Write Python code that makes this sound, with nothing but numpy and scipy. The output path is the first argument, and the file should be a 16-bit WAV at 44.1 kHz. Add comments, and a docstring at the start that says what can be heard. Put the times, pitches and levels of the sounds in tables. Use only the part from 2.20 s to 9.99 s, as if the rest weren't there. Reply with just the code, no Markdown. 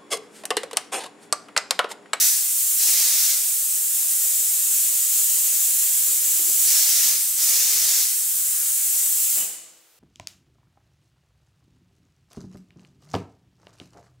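"""A rough rush falls back to a hiss: a hopper gun is spraying drywall texture in a bare room, a few steps away.
Compressed air hisses from the nozzle as shaped noise; each trigger pull adds mud, a fuller and rougher noise.
Mud left in the nozzle thins the hiss until the air has blown it clear, and fuzzy tones whistle now and then.
Bumps of the plastic hopper scuff and ring; at last the air valve shuts with a clunk and the room rings out.
A patchy, very faint low rumble and a faint steady hiss lie underneath."""
import sys
import numpy as np
from scipy import signal
from scipy.fft import rfft, irfft, next_fast_len
from scipy.io import wavfile

SR = 44100
rng = np.random.default_rng(int(sys.argv[2]) if len(sys.argv) > 2 else 0)


def dump(signal):
    """Clip the signal to [-1, 1] and save it as 16-bit WAV at the path in sys.argv[1]."""
    limited = np.clip(np.atleast_2d(signal).T, -1, 1)
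    pcm = np.round(limited * 32767).astype(np.int16)
    wavfile.write(sys.argv[1], SR, pcm)


N = 343539

# Pulls of the trigger: start t/s, release t/s, mud flow level/dB, air spurt at the start level/dB
TRIGGER_PULLS = [(-.2, 0, 3.5, 10), (0.557, 1.078, -1, 1), (4.425, 4.86, -.3, 1.5),
                 (5.147, 5.784, -1.65, 1.5)]
# The jet's hiss without its crest: f/Hz, level/dB per Hz
AIR_SPECTRUM = [(100, -47), (260, -40), (380, -29.5), (700, -29.5), (1100, -26.5), (1900, -21.5),
                (2900, -16.5), (4300, -14.5), (5600, -10.5), (7100, -4.5), (10500, -3.5), (15000, -4)]
# Mud being torn into droplets: f/Hz, level/dB per Hz
MUD_SPECTRUM = [(100, -48), (260, -33.5), (400, -26.5), (1100, -23), (2100, -13.5), (3200, -11.5),
                (4600, -5), (6300, -0.5), (7500, -1.5), (9000, -5.5), (11500, -6), (14500, -5)]
# The worker carries the gun along the wall: t/s, change of the hiss level/dB, left minus right level/dB
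WALK_ALONG_WALL = [(0, 0.4, 0.2), (2, 0, 0), (4, -0.36, -0.1), (5.3, -0.3, 0), (5.7, 0, 0.2),
                   (7.2, -0.2, .5)]
# Fuzzy tones of air in the nozzle and hopper throat: middle t/s, half-length t/s, f/Hz, spread f/Hz, level/dB
WHISTLE_TONES = [(3.7, 0.35, 493, 20, -63.5), (4.9, 0.096, 388, 17, -57.5), (5.55, 0.48, 396, 9.2, -62.5),
                 (6.353, 0.21, 1602, 350, -52), (7.104, 0.1, 2650, 200, -51),
                 (7.206, 0.037, 2950, 110, -44)]
# What the gun rings with as the valve shuts: f/Hz, level/dB, time to fall by 60 dB t/s
CLUNK_RINGS = [(199, -72, 1), (328, -59, 1.4), (500, -61, .9), (654, -65, .9), (2890, -45, .2)]
# Knocks on the gun: bumps of the hopper, and at the end the clunk of the valve:
# t/s, level/dB, hardness as contact noise level/dB
KNOCKS = [(2.271, -71, 9), (3.879, -50, 3), (4.192, -43, -12), (4.239, -47, -14), (4.28, -47, -18),
          (7.15, -63.5, 21.5), (7.169, -57, 20), (7.199, -57.5, 17), (7.217, -64, 18)]
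# Ringing tones of a knock: f/Hz, level/dB, time to fall by 60 dB t/s
KNOCK_RINGS = [(151, -21, 0.12), (290, -16, 0.11), (329, -19, .7), (340, -3, 0.14), (374, -6, 0.1),
               (531, -15, 0.23), (652, -20, .3), (844, -21, 0.17)]
# Dull contact noise of a knock: f/Hz, level/dB per Hz
CONTACT_SPECTRUM = [(30, -24), (70, -17), (150, -8), (330, 0), (600, -0.5), (900, -2.5), (1600, -4.5),
                    (2500, 0.5), (4000, -8), (9000, -35)]
# Patchy low rumble: f/Hz, level/dB per Hz
LOW_RUMBLE_SPECTRUM = [(15, -32), (30, 10.5), (48, -5), (75, 7), (130, 7), (200, 0.5), (400, -32),
                       (1500, -68)]
# Faint steady background: f/Hz, level/dB per Hz
BACKGROUND_SPECTRUM = [(30, -28), (75, -15), (150, -11), (260, -18), (450, 1.5), (800, -3.5), (15500, -5.5)]
# How long the room rings: f/Hz, time to fall by 60 dB t/s
ROOM_DECAY = [(100, 0.94), (400, 1), (1500, 0.96), (4000, 0.87), (7000, 0.7), (10000, 0.57), (15000, 0.36)]
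# Difference between the two microphones: f/Hz, side minus mid level/dB
STEREO_WIDTH = [(60, -9), (200, -9.5), (380, -10.5), (700, -13.5), (1400, -14), (2400, -14), (4400, -8.6),
                (8000, -4.2), (14000, -3.8)]

PULL_S, RELEASE_S, SPURT_S = 0.058, 0.12, 0.17  # mud flow starts, stops; half-length of the air spurt
JET_DB, MUD_DB = -18, -17.5  # air through a clean nozzle; mud at a flow of 1
COAT_S, CLEAR_S = 0.16, 1.07  # mud coats the nozzle quickly and is blown off slowly
CLEAN_CREST_HZ, COATED_CREST_HZ = 7440, 8350  # a narrower opening hisses higher
COATED_DB, COATED_BODY_DB = -4, -1.7  # and more weakly
CREST_WIDTH_HZ, CREST_DB = 850, 4
BODY_HZ, BODY_WIDTH_HZ = 2900, 1700
SHUT_S, SHUT_FALL_DB = 7.184, 225  # the valve closes; the hose empties at this many dB a second
BACKGROUND_DB = -58.5
TREBLE_LIMIT_HZ = 15770

TIME = np.arange(N) / SR
FRAME_S = np.arange(N // 128 + 5) * 128 / SR  # times of the short frames that shape the hiss
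BIN_HZ = np.fft.rfftfreq(512, 1 / SR)  # frequencies within each frame


def air_jet(flutter_db=0.8, choke_db=1.4, choke_body_db=2):
    """Turbulent hiss that spurts as the trigger is pulled; mud in the nozzle makes it higher and thinner."""
    coat, flow = coating(), mud_flow()
    frame_coat = np.interp(FRAME_S, TIME, coat)[:, None]
    frame_flow = np.interp(FRAME_S, TIME, flow)[:, None]
    crest_hz = CLEAN_CREST_HZ + (COATED_CREST_HZ - CLEAN_CREST_HZ) * frame_coat
    body_db = COATED_BODY_DB * frame_coat - choke_body_db * frame_flow
    shape_db = CREST_DB * hump(crest_hz, CREST_WIDTH_HZ) + body_db * hump(BODY_HZ, BODY_WIDTH_HZ)
    # Random frames are shaped one by one, then overlapped into a continuous hiss
    real, imag = rng.standard_normal((2,) + shape_db.shape)
    frames = (real + 1j * imag) * amp(shape_db)
    hiss = signal.istft(frames.T, noverlap=384)[1][:N]
    spurt_db = np.zeros(N)
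    for start, _, _, db in TRIGGER_PULLS:
        spurt_db += db * np.exp(-((TIME - start - PULL_S) / SPURT_S) ** 2)
    level_db = JET_DB + at_time(WALK_ALONG_WALL, TIME) + COATED_DB * coat - choke_db * flow + spurt_db
    return unit(colour(hiss, AIR_SPECTRUM)) * amp(level_db + flutter_db * wander(hz=25))


def mud_spray(sputter_db=1.5):
    """Mud reaches the jet in uneven lumps and is torn apart."""
    lumps = unit(noise(MUD_SPECTRUM) * amp(sputter_db * wander(hz=44.6)))
    return amp(MUD_DB) * mud_flow() * lumps


def pull(start, stop):
    """Mud flow of one trigger pull: it rises, holds and falls away."""
    rise = np.clip((TIME - start) / PULL_S, 0, 1)
    fall = np.clip(1 - (TIME - stop) / RELEASE_S, 0, 1)
    return rise * fall


def mud_flow():
    """Flow of mud into the jet over all pulls; a pull at 0 dB reaches 1."""
    return sum(amp(db) * pull(start, stop) for start, stop, db, _ in TRIGGER_PULLS)


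def coating():
    """Mud in the nozzle, 0-1: it builds up during each pull and clears after it."""
    coats = []
    for start, stop, _, _ in TRIGGER_PULLS:
        build = 1 - np.exp(-np.maximum(TIME - start, 0) / COAT_S)
        clear = np.exp(-np.maximum(TIME - stop - RELEASE_S, 0) / CLEAR_S)
        coats.append(build * clear)
    return np.max(coats, axis=0)


def valve():
    """Air pressure as a gain: full until the valve shuts, then draining away."""
    return amp(-SHUT_FALL_DB * np.maximum(TIME - SHUT_S, 0))


def whistles():
    """Air catches an edge of the nozzle and briefly sings in a fuzzy band."""
    out = np.zeros(N)
    for middle, half_length, hz, spread_hz, db in WHISTLE_TONES:
        tone = unit(wander(hz=spread_hz) * np.cos(2 * np.pi * hz * TIME))
        out += amp(db) * tone * np.exp(-((TIME - middle) / half_length) ** 2)
    return out


def clunk(lead_s=0.008):
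    """The valve snaps onto its seat, just before the pressure falls, and the gun rings in fading tones."""
    t = np.maximum(TIME - SHUT_S + lead_s, 0)
    return sum(amp(db - 60 * t / t60) * np.sin(2 * np.pi * hz * t) for hz, db, t60 in CLUNK_RINGS)


def knocks(contact_t60=0.082, give_s=0.0035):
    """Each knock on the gun is a short scuff with fading ringing tones; it starts softly."""
    out, t = np.zeros(N), np.arange(SR // 2) / SR
    ring = sum(amp(db - 60 * t / t60) * np.sin(2 * np.pi * hz * t) for hz, db, t60 in KNOCK_RINGS)
    soft_start = 1 - np.exp(-t / give_s)
    for s, db, hard_db in KNOCKS:
        contact = unit(colour(rng.standard_normal(len(t)), CONTACT_SPECTRUM))
        scuff = contact * amp(-60 * t / contact_t60)
        add(out, s, amp(db) * (ring + amp(hard_db) * scuff) * soft_start)
    return out


def low_rumble(level_db=-72.5, rush_db=7, swell_db=7, fade_db_per_s=20):
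    """Patchy low rumble, very faint, louder during the rushes and fading after the valve shuts."""
    swells = np.minimum(wander(hz=7.3), 1)
    patches = unit(noise(LOW_RUMBLE_SPECTRUM) * amp(swell_db * swells))
    fade_db = fade_db_per_s * np.maximum(TIME - SHUT_S, 0)
    return patches * amp(level_db + rush_db * mud_flow() - fade_db)


def background():
    """Faint steady noise with a fixed spectrum."""
    return amp(BACKGROUND_DB) * noise(BACKGROUND_SPECTRUM)


def echoes():
    """Dense reflections off bare walls; the treble dies first, but every band carries equal energy."""
    hz, t, grains = signal.stft(rng.standard_normal(SR * 3 // 4), SR, nperseg=256)
    t60 = at_hz(ROOM_DECAY, hz)[:, None]
    tail = signal.istft(grains * amp(-60 * t / t60) / np.sqrt(t60))[1]
    return tail / np.linalg.norm(tail)


def plume_in_room(x, direct_db, count=10):
    """Mid and side of the spray; the plume keeps shifting, so one echo pattern fades quickly into the next."""
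    turns = TIME / 0.04  # a new pattern fades in every 0.04 s
    mid, side = amp(direct_db) * x, np.zeros(N)
    for k in range(count):
        visit, place = np.divmod(turns + k, count)
        # A random sign each time a pattern comes round keeps it from simply repeating
        signs = rng.choice([-1, 1], int(visit[-1]) + 1)
        polarity = signs[visit.astype(int)]
        here = x * polarity * np.sin(np.pi / 2 * np.minimum(place, 2))
        mid = mid + signal.oaconvolve(here, echoes())[:N]
        side += signal.oaconvolve(here, echoes())[:N]
    return np.array([mid / np.sqrt(1 + amp(direct_db) ** 2), colour(side, STEREO_WIDTH)])


def body_in_room(x, echo_db):
    """Mid and side of a compact source, such as the gun's body, with one steady echo pattern."""
    mid = x + amp(echo_db) * signal.oaconvolve(x, echoes())[:N]
    side = signal.oaconvolve(x, echoes())[:N]
    return np.array([mid, colour(side, STEREO_WIDTH)])


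def amp(db):
    """Turns decibels into gain."""
    return 10 ** (np.asarray(db) / 20)


def unit(x):
    """Scales a sound to an rms of 1."""
    return x / np.sqrt(np.mean(x ** 2) + 1e-20)


def at_hz(points, hz):
    """Reads a spectrum on a log-frequency axis."""
    f, value = np.transpose(points)
    return np.interp(np.log(hz + 1), np.log(f + 1), value)


def at_time(points, t, axis=1):
    """Reads one column of a curve over time."""
    columns = np.transpose(points)
    return np.interp(t, columns[0], columns[axis])


def add(mix, s, sound):
    """Mixes a sound in, starting at s seconds."""
    part = mix[round(s * SR):][:len(sound)]
    part += sound[:len(part)]


def colour(x, points):
    """Filters a sound by a spectrum."""
    size = next_fast_len(len(x))
    gain = amp(at_hz(points, np.fft.rfftfreq(size, 1 / SR)))
    return irfft(rfft(x, size) * gain, size)[:len(x)]


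def noise(points):
    """Steady noise of a given spectrum."""
    return unit(colour(rng.standard_normal(N), points))


def wander(hz):
    """Random drift, up to about hz changes a second."""
    size = next_fast_len(N)
    f = np.fft.rfftfreq(size, 1 / SR)
    slow = rfft(rng.standard_normal(size)) / (1 + (f / hz) ** 2)
    return unit(irfft(slow, size)[:N])


def hump(hz, width_hz):
    """A broad bell along the frequency axis."""
    return np.exp(-0.5 * ((BIN_HZ - hz) / width_hz) ** 2)


def scene():
    """Spray, knocks and gun in the room, over the low rumble and a faint background, as left and right."""
    plume = plume_in_room((air_jet() + mud_spray()) * valve(), direct_db=-4)
    knocking = body_in_room(knocks(), echo_db=5)
    gun = body_in_room(whistles() + clunk(), echo_db=-4)
    mid, side = plume + knocking + gun
    mid = mid + low_rumble() + background()
    side = side + amp(-13) * low_rumble() + colour(background(), STEREO_WIDTH)
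    lean = amp(at_time(WALK_ALONG_WALL, TIME, axis=2) / 2)  # half the difference goes to each ear
    return np.array([(mid + side) * lean, (mid - side) / lean])


def record(dry):
    """The microphones' treble limit: a steep low-pass filter."""
    low_pass = signal.firwin(1023, TREBLE_LIMIT_HZ, window=("kaiser", 9), fs=SR)
    return signal.oaconvolve(dry, low_pass[None], "same")


dry = scene()
out = record(dry)
dump(out)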